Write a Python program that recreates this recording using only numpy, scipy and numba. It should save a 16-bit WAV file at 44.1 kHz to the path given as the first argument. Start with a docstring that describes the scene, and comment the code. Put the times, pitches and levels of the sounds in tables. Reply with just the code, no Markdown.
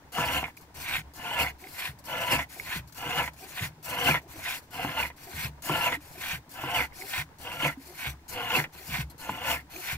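"""In a small aluminium boat, a hand bilge pump is worked to and fro, about one cycle a second.
Each push sputters water and air through the resonances of the hose; each pull slurps at the intake.
Friction makes the moving parts rasp both ways. The outlet valve slaps, and slugs of water thud in
the hose and hull. The expelled water patters into the stern well as ringing bubbles,
over a soft lapping round the hull."""
import sys
import numpy as np
from scipy import signal
from scipy.fft import rfft, irfft, next_fast_len
from scipy.io import wavfile
from scipy.ndimage import uniform_filter1d, map_coordinates
from numba import njit

SR = 44100
rng = np.random.default_rng(int(sys.argv[2]) if len(sys.argv) > 2 else 0)


def generate_wav(signal):
    """Clip the signal to [-1, 1] and save it as 16-bit WAV at the path in sys.argv[1]."""
    frames = np.transpose(np.atleast_2d(signal))
    scaled = np.clip(frames, -1, 1) * 32767
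    pcm = np.round(scaled).astype(np.int16)
    wavfile.write(sys.argv[1], SR, pcm)


N = 439677
TIME = np.arange(N) / SR
GRIP_S = 0.0028   # the handle takes up its load

# A push opens the outlet, flows steadily, crests as the arm bears down, and closes. Levels are relative.
# start_s, crest_s, end_s, crest_half_width_s, steady_db, crest_db, squeeze_db, swell_db_per_s
PUSHES = [(0.119, 0.351, 0.531, 0.063, -36, -35.5, -49.5, -65),
          (1.135, 1.403, 1.53, 0.028, -40.5, -32.5, -52, 18.5),
          (2.038, 2.332, 2.46, 0.03, -36.5, -34, -51.5, 5),
          (2.945, 3.194, 3.312, 0.031, -37.5, -36, -50, 2.5), (3.826, 4.086, 4.21, 0.038, -35, -31, -46, 4),
          (4.705, 5.007, 5.12, 0.044, -38.5, -37.5, -52.5, -23),
          (5.62, 5.87, 5.985, 0.031, -33, -42, -45, -10), (6.491, 6.778, 6.885, 0.029, -41, -37, -52.5, 32),
          (7.383, 7.655, 7.76, 0.035, -41, -34.5, -51, -6),
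          (8.279, 8.567, 8.67, 0.037, -37.5, -29.5, -46.5, -9),
          (9.178, 9.504, 9.64, 0.051, -43, -34, -51, -20)]
# The outlet valve shuts near the end of a push: start_s, level_db
SLAPS = [(0.4399, -24.5), (2.3915, -21), (3.2774, -29.5), (4.143, -18), (5.1018, -37), (5.9224, -20),
         (8.6408, -24)]


def from_db(db):
    """Decibels to amplitude ratio."""
    return 10 ** (np.asarray(db) / 20)


def rms_one(x):
    """Normalisation to unit rms."""
    return x / np.sqrt(np.mean(x ** 2) + 1e-20)


def ease(share):
    """Raised-cosine step from 0 to 1."""
    return np.sin(np.pi / 2 * np.clip(share, 0, 1)) ** 2


def hump(t, centre_s, width_s):
    """Gaussian pulse of height 1."""
    return np.exp(-((t - centre_s) / width_s) ** 2)


def cut(x, hz, kind, order=2):
    """Butterworth low- or high-pass."""
    return signal.sosfilt(signal.butter(order, min(hz, .45 * SR), kind, fs=SR, output="sos"), x + 1e-18)


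def tint(x, spectrum, share=1):
    """Zero-phase filtering by a smooth spectrum, or a share of its dB."""
    hz, db = np.transpose(spectrum)
    size = next_fast_len(N)
    bins_hz = np.arange(size // 2 + 1) * SR / size + 1
    response = from_db(share * np.interp(np.log(bins_hz), np.log(hz), db))
    return irfft(rfft(x, size) * response, size)[:N]


def drift(rate_hz):
    """Slow random modulation: low-passed noise of unit rms."""
    step = 16
    slow = cut(rng.standard_normal((N + SR) // step + 2), rate_hz * step, "low")[SR // step:]
    return np.interp(np.arange(N) / step, np.arange(len(slow)), rms_one(slow))


def grains(per_s, spread_db):
    """Shot noise: random impulses of uneven size and sign."""
    sizes = from_db(spread_db * np.minimum(rng.exponential(1, N), 4)) * rng.choice([-1, 1], N)
    return rms_one(sizes * (rng.random(N) < per_s / SR))


def resonate(x, modes):
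    """Modal superposition: damped resonators in parallel, alternating in sign."""
    out = 0
    for k, (hz, width_hz, db) in enumerate(modes):
        r = np.exp(-np.pi * width_hz / SR)
        poles = [1, -2 * r * np.cos(2 * np.pi * hz / SR), r * r]
        ring = signal.lfilter([1, 0, -1], poles, x + 1e-18) * (1 - r * r) / 2
        out = out + (-1) ** k * from_db(db) * ring
    return out


@njit
def glide(x, hz, width_hz):
    """A damped resonator whose natural frequency varies in time."""
    angle = 2 * np.pi * hz / SR
    r = np.exp(-np.pi * width_hz / SR)
    y = np.zeros(len(x))
    for i in range(2, len(x)):
        y[i] = x[i] - x[i - 2] + 2 * r * np.cos(angle[i]) * y[i - 1] - r * r * y[i - 2]
    return y


def blows(events, modes, spatter_s, spatter_db):
    """Impact excitation: an impulse and a short wet spatter ring the modes."""
    out, age = np.zeros(N + SR), TIME[:SR // 2]
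    for s, db in events:
        force = from_db(spatter_db) * rng.standard_normal(len(age)) * np.exp(-age / spatter_s)
        force[0] += 1
        hit = resonate(force, modes)
        out[int(s * SR):][:len(age)] += from_db(db) * hit / np.abs(hit).max()
    return out[:N]


def bubbles(rows, cycles, rise):
    """Each bubble (start_s, pitch_hz, gain) is a damped oscillator of rising pitch."""
    out = np.zeros(N + SR)
    for s, hz, gain in rows:
        life = np.arange(0, 3, hz / (cycles * SR))
        envelope = (1 - np.exp(-10 * life)) * np.exp(-2 * life)
        tone = np.sin(2 * np.pi * cycles * life * (1 + rise * life))
        out[int(s * SR):][:len(life)] += 2 * gain * envelope * tone
    return out[:N]


def walls(x, echo_s):
    """Convolution with dense early reflections off the close metal walls."""
    age = TIME[:SR // 25]
    echoes = rng.standard_normal(len(age)) * np.exp(-age / echo_s) * (age > .002)
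    return signal.oaconvolve(x, echoes / np.linalg.norm(echoes))[:N]


def shifting(x, echo_s, rate_hz):
    """Reflection paths change as water and hand move: a slow blend of three sets."""
    weights = np.array([drift(rate_hz) for _ in range(3)])
    return sum(w * walls(x, echo_s) for w in weights / np.linalg.norm(weights, axis=0))


def lapping(friction):
    """Modulated noise: water round the hull is stirred by each stroke and settles in the pauses."""
    # Spectrum of the lapping: frequency_hz, level_db
    spectrum = [(20, 1.5), (45, -12.5), (72, 4.5), (170, -5), (400, -16.5), (950, -5.5), (1200, -15),
                (1750, -13.5), (3000, -20), (15000, -30)]
    mid, side = [rms_one(tint(rng.standard_normal(N), spectrum)) for _ in range(2)]
    side = cut(side, 1500, "high", order=1) + from_db(-10) * side
    stirred = rms_one(cut(friction, 11, "low", order=1))
    water = (from_db(-62) + from_db(-58.5) * stirred) * np.array([mid + side, mid - side])
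    slop = cut(water, 1020, "low") * from_db(4.2 * drift(14))   # swells and sinks with the ripples
    return slop - cut(water, 990, "high")


def pushing():
    """Displacement flow sets the envelopes of water, air and friction in each push."""
    open_s, water_stop_s, air_stop_s, rasp_stop_s = 0.159, 0.092, 0.061, 0.052
    gains = np.zeros((3, N))
    for start, crest_s, end, width_s, steady_db, crest_db, squeeze_db, swell_db_per_s in PUSHES:
        during = (TIME > start) & (TIME < end)
        t = TIME[during]
        age, left_s = t - start, end - t
        steady = from_db(steady_db + swell_db_per_s * (age - open_s)) * ease(age / open_s + 0.11)
        crest = from_db(crest_db) * hump(t, crest_s, width_s)
        diaphragm_fold = hump(age, centre_s=0.038, width_s=0.036)
        handle_tick = from_db(-4) * np.exp(-age / 0.006)
        squeeze = from_db(squeeze_db) * (diaphragm_fold + handle_tick)
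        air_ratio = from_db(-3.5 + 11 * age)   # more air as the chamber empties
        water = (steady + crest) * ease(left_s / water_stop_s)
        air = (steady * air_ratio + crest) * ease(left_s / air_stop_s)
        friction = (steady * from_db(-11) + crest * from_db(-7) + squeeze) * ease(left_s / rasp_stop_s)
        gains[:, during] += ease(age / GRIP_S) * np.array([water, air, friction])
    return gains


def rasp(friction):
    """Wet friction makes fine impulses, coloured by the nearest walls, and a wandering squelch."""
    # Spectrum of the rasp: frequency_hz, level_db
    spectrum = [(1500, -4.5), (3500, -4), (4300, 1), (4750, 1), (5150, -2.5), (6500, -1), (8700, -0.5),
                (10500, 2.5), (12000, 4), (13500, 2.5), (15700, -8)]
    gain = friction * from_db(0.56 * drift(200) + 1.83 * drift(18))
    scrapes = [shifting(grains(14000, spread_db=1.5), echo_s=0.0034, rate_hz=2) for _ in range(2)]
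    mid, side = [rms_one(tint(scrape, spectrum)) for scrape in scrapes]
    squelch_hz = 5600 * np.exp(0.14 * drift(9.2))
    squelch = glide(grains(3000, spread_db=-5), squelch_hz, width_hz=300)
    mid = mid + from_db(-10) * rms_one(squelch * from_db(2.2 * drift(23)))
    return from_db(-0.28) * gain * np.array([mid + side, mid - side])


def spurt(water_gain, air_gain):
    """Bursts of air through water excite the hose and an air pocket, whose pitch falls as it grows."""
    # Resonances of the outlet hose: pitch_hz, width_hz, level_db
    hose_modes = [(488.7, 43, -4.5), (709, 83, -2.5), (872, 48, -1.5), (996, 65, -1), (1383, 66, -1.5),
                  (1530, 97, -6), (1741, 42, -1)]
    # Resonances of the air jet: pitch_hz, width_hz, level_db
    jet_modes = [(2062, 140, 3.5), (2530, 240, -3), (2880, 72, 1), (3490, 69, -1.5)]
    # The air pocket as a push ends: before_end_s, pitch_hz
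    pocket_track = [(.045, 1980), (.08, 2150), (.1, 2650), (.125, 2837)]
    sputter = from_db(2.05 * drift(180) + 1.2 * drift(12.6))
    churn = sputter * grains(3000, spread_db=-0.5)
    water = resonate(churn + from_db(-1.5) * shifting(churn, echo_s=0.009, rate_hz=4.05), hose_modes)
    water = rms_one(cut(cut(water, 400, "high"), 1700, "low"))
    ends = np.array(PUSHES)[:, 2]
    push_index = np.minimum(np.searchsorted(ends + .1, TIME), len(ends) - 1)
    pocket_hz = np.interp(ends[push_index] - TIME, *np.transpose(pocket_track)) * (1 + 0.036 * drift(40))
    pocket = glide(sputter * grains(3000, spread_db=2), pocket_hz, width_hz=190)
    jet = resonate(sputter * grains(4000, spread_db=3.5), jet_modes)
    air = rms_one(jet) + from_db(3.5) * rms_one(pocket)
    air = rms_one(cut(cut(air, 3470, "low", order=4), 940, "high"))
    return from_db(1.12) * water_gain * water + from_db(2) * air_gain * air


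def surge(water_gain, suction):
    """Forced vibration: moving water and the diaphragm drum on the pump body and hull."""
    # Modes of pump body and hull: pitch_hz, width_hz, level_db
    hull_modes = [(69.2, 6.2, 5), (117, 28.3, -3.5), (151, 17.8, 0.5), (285.3, 77, -6.5)]
    # Surges in the hose during a push: start_s, level_db
    hose_surges = [(0.18, -29), (1.405, -36), (2.32, -26), (3.055, -33.5), (4.09, -22), (4.845, -33),
                   (5.695, -24.5), (6.635, -32), (7.63, -27), (8.57, -25), (9.29, -30.5)]
    # The diaphragm's hollow knock as the chamber fills: start_s, level_db
    diaphragm_knocks = [(0.975, -36.5), (1.88, -38), (2.755, -34), (3.605, -28), (5.335, -39),
                        (5.435, -29.5), (6.32, -36), (7.17, -35.5), (8.06, -32), (8.885, -35),
                        (8.985, -28.5), (9.92, -33)]
    flow = from_db(-10) * water_gain + from_db(-30) * suction + from_db(-58)
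    drumming = rms_one(resonate(grains(600, spread_db=2) * flow, hull_modes)) * np.sqrt(np.mean(flow ** 2))
    thuds = from_db(1.5) * blows(hose_surges, hull_modes[1:], spatter_s=0.031, spatter_db=-16)
    knocks = from_db(2.5) * blows(diaphragm_knocks, hull_modes[:3], spatter_s=0.037, spatter_db=-20)
    return cut(cut(drumming + thuds + knocks, 41, "high"), 1030, "low")


def water_slugs():
    """Slugs of water strike the hose end and excite its heavily damped modes."""
    # Impacts: start_s, level_db
    impacts = [(0.184, -18.5), (0.429, -27.5), (0.482, -35.5), (2.39, -29), (3.184, -47), (4.089, -20.5),
               (4.848, -21.5), (5.696, -20), (5.922, -28), (6.638, -28), (9.294, -22)]
    # Modes of the hose end: pitch_hz, width_hz, level_db
    modes = [(212, 190, -5), (580, 370, -6.5), (850, 280, 1.5)]
    return from_db(6) * cut(blows(impacts, modes, spatter_s=0.0062, spatter_db=-24), 2000, "low")


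def valve_closing(water, air):
    """Throttling: the valve chokes the flow just before each slap, and spits after it."""
    choke, spit = np.ones(N), np.zeros(N)
    for s, db in SLAPS:
        near = np.abs(TIME - s) < .1
        age = TIME[near] - s
        choke[near] -= 0.38 * hump(age, centre_s=-0.008, width_s=0.02)
        spit[near] += from_db(db) * (age > 0) * np.exp(-np.abs(age) / 0.0086)
    return water * choke + from_db(-12) * spit, air * choke + from_db(-9.5) * spit


def valve_slaps():
    """The impact of closing rings the valve flap briefly."""
    # Modes of the flap: pitch_hz, width_hz, level_db
    modes = [(895, 360, 4), (1980, 140, 2), (2700, 640, 0)]
    return from_db(-3) * blows(SLAPS, modes, spatter_s=0.0027, spatter_db=-15)


def patter(water_gain, flight_s=0.41, per_s=260, low_hz=267, high_hz=2340):
    """Air entrainment: the spurt falls into the well and raises a soft wash of bubbles."""
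    fall = np.interp(TIME - flight_s, TIME, uniform_filter1d(water_gain, SR // 4))
    level = from_db(-24) * fall + from_db(-55)
    when, height, strength = rng.random((int(per_s * N / SR), 3)).T
    pitch_hz = low_hz * (high_hz / low_hz) ** height
    gain = level[(when * N).astype(int)] * strength ** 2
    return bubbles(zip(when * N / SR, pitch_hz, gain), cycles=4.1, rise=0.045)


def rubbing():
    """Friction envelope of the handle between strokes: a quick grip, then a fade."""
    # Brief rubs: start_s, length_s, level_db
    rubs = [(0.566, 0.031, -57), (0.609, .04, -61), (1.986, 0.016, -56), (2.873, 0.025, -55),
            (2.922, 0.014, -51), (3.332, .025, -58), (4.215, .03, -64), (4.62, .05, -65),
            (7.776, 0.014, -64.5), (9.097, 0.022, -54)]
    gain, age = np.zeros(N + SR), TIME[:SR // 2]
    for s, length_s, db in rubs:
        gain[int(s * SR):][:len(age)] += from_db(db) * ease(age / GRIP_S) * hump(age, 0, length_s)
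    return gain[:N]


def air_pops():
    """Single bubbles oscillate freely in the chamber and hose as they refill."""
    # Bubbles: start_s, pitch_hz, level_db
    pops = [(0.573, 2330, -40), (1.6407, 2090, -39), (1.6706, 2100, -38), (2.598, 2160, -26),
            (5.971, 292, -41.5), (6.923, 2060, -44), (7.013, 2200, -35), (7.021, 2110, -31.5),
            (7.772, 264, -38), (9.7623, 2390, -34)]
    return bubbles([(s, hz, from_db(db)) for s, hz, db in pops], cycles=9.6, rise=0.018)


def pulling():
    """Envelopes of suction and friction: each pull draws gently, then crests as the intake sucks air."""
    # Pulls: start_s, crest_s, end_s, crest_half_width_s, steady_db, slurp_db, rasp_db
    pulls = [(0.741, 0.942, 1.036, 0.072, -48.5, -33, -51), (1.583, 1.833, 1.955, 0.054, -56, -37.5, -50),
             (2.487, 2.756, 2.828, 0.07, -51.5, -36, -48.5), (3.361, 3.628, 3.715, 0.067, -53, -38.5, -48),
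             (4.275, 4.496, 4.63, 0.066, -53, -36, -47.5),
             (5.161, 5.426, 5.516, 0.071, -55.5, -36.5, -45.5),
             (6.003, 6.288, 6.41, 0.071, -57, -36, -45.5), (6.928, 7.166, 7.262, 0.057, -51.5, -33.5, -44),
             (7.794, 8.049, 8.163, 0.055, -57, -37, -46.5), (8.72, 8.974, 9.06, 0.068, -54, -36, -46),
             (9.696, 9.908, 9.99, 0.066, -50.5, -38.5, -46)]
    rise_s, stop_s = 0.061, 0.074
    gains = np.zeros((2, N))
    for start, crest_s, end, width_s, steady_db, slurp_db, rasp_db in pulls:
        during = (TIME > start) & (TIME < end)
        t = TIME[during]
        suction = from_db(steady_db - 4.5) + from_db(slurp_db) * hump(t, crest_s, width_s)
        friction = from_db(steady_db) + from_db(rasp_db) * hump(t, crest_s, 1.19 * width_s)
        tug = ease((t - start) / GRIP_S) * ease((t - start) / rise_s + 0.36)
        gains[:, during] += tug * ease((end - t) / stop_s) * np.array([suction, friction])
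    return gains


def slurp(suction):
    """Two-phase flow: a froth of air and water excites the intake and a wandering air gap."""
    # Resonances of the intake: pitch_hz, width_hz, level_db
    modes = [(730, 79, 1.1), (1012, 83, 3.5), (1517, 135, 6.6), (1855, 56, 8.3), (2080, 49, 6.5),
             (2377, 98, 9.8), (2635, 330, 5.2), (3720, 860, 0.66)]
    flutter = from_db(1.83 * drift(170) + 1.9 * drift(14))
    froth = resonate(grains(5000, spread_db=-0.5) * flutter, modes)
    froth = rms_one(cut(froth, 3870, "low", order=3))
    gap_hz = 2250 * np.exp(0.1 * drift(11.8))
    gap = glide(grains(3000, spread_db=1) * flutter, gap_hz, width_hz=200)
    return suction * (from_db(1.1) * froth + from_db(-3) * rms_one(cut(gap, 3800, "low")))


def gurgle(half_length_s=0.034, rise_per_s=1.53):
    """Cavity resonance: air gulped back into the hose stirs two modes that rise as it fills."""
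    # Gulps after a push: start_s, level_db
    gulps = [(1.622, -48.5), (2.551, -49), (3.409, -47.5), (4.219, -51), (4.342, -47.5), (5.257, -46.5),
             (6.138, -47), (6.989, -44.5), (7.88, -49), (8.779, -50.5), (9.745, -45)]
    # Modes of the air in the hose: pitch_hz, width_hz, level_db
    modes = [(333, 23, -1.5), (658, 44, -2)]
    gain, pitch_ratio = np.zeros(N), np.ones(N)
    for s, db in gulps:
        near = np.abs(TIME - s - half_length_s) < 2 * half_length_s
        age = TIME[near] - s
        gain[near] += from_db(db) * hump(age, half_length_s, half_length_s)
        pitch_ratio[near] = rng.uniform(0.885, 1.102) * (1 + rise_per_s * age)
    rings = [from_db(db) * rms_one(glide(grains(900, spread_db=2), hz * pitch_ratio, width_hz))
             for hz, width_hz, db in modes]
    return from_db(-2.5) * gain * cut(sum(rings), 1130, "low")


def in_boat(x, echo_s, mono_below_hz, side_db, lag_s=.00008):
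    """Reflections decorrelate the upper range; the direct sound reaches the left first."""
    side = from_db(side_db) * cut(shifting(x, echo_s, rate_hz=2.07), mono_below_hz, "high")
    later = map_coordinates(x, [np.arange(N) - lag_s * SR], order=3)
    return np.array([x + side, later - side])


def scene():
    """Superposition of outlet, intake, friction and lapping, all following the strokes."""
    water, air, push_friction = pushing()
    water, air = valve_closing(water, air)
    suction, pull_friction = pulling()
    friction = push_friction + from_db(0.05) * pull_friction + rubbing()
    impacts = valve_slaps() + water_slugs()
    outflow = spurt(water, air) + impacts + surge(water, suction) + patter(water) + gurgle()
    outlet = in_boat(outflow, echo_s=0.0058, mono_below_hz=1030, side_db=-7)
    intake = in_boat(slurp(suction) + air_pops(), echo_s=0.0057, mono_below_hz=930, side_db=-9)
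    return outlet + intake + rasp(friction) + lapping(friction)


def record(dry):
    """Frequency response: each microphone has its own colour, and the top is cut steeply."""
    # Imbalance of the two microphones: frequency_hz, left_minus_right_db
    imbalance = [(600, 0.5), (1000, 1.5), (1450, 3.5), (1750, 3), (2100, -7.5), (2500, -4), (2900, 1.5),
                 (4200, 5.5), (6700, 6), (10000, 1.5), (12000, 5.5), (13300, 5.5), (14500, 14.5)]
    cutoff_hz = 15700
    heard = np.array([tint(dry[0], imbalance, share=0.54), tint(dry[1], imbalance, share=-0.45)])
    return signal.sosfilt(signal.ellip(12, .1, 80, cutoff_hz, fs=SR, output="sos"), heard)


dry = scene()
out = record(dry)
generate_wav(out)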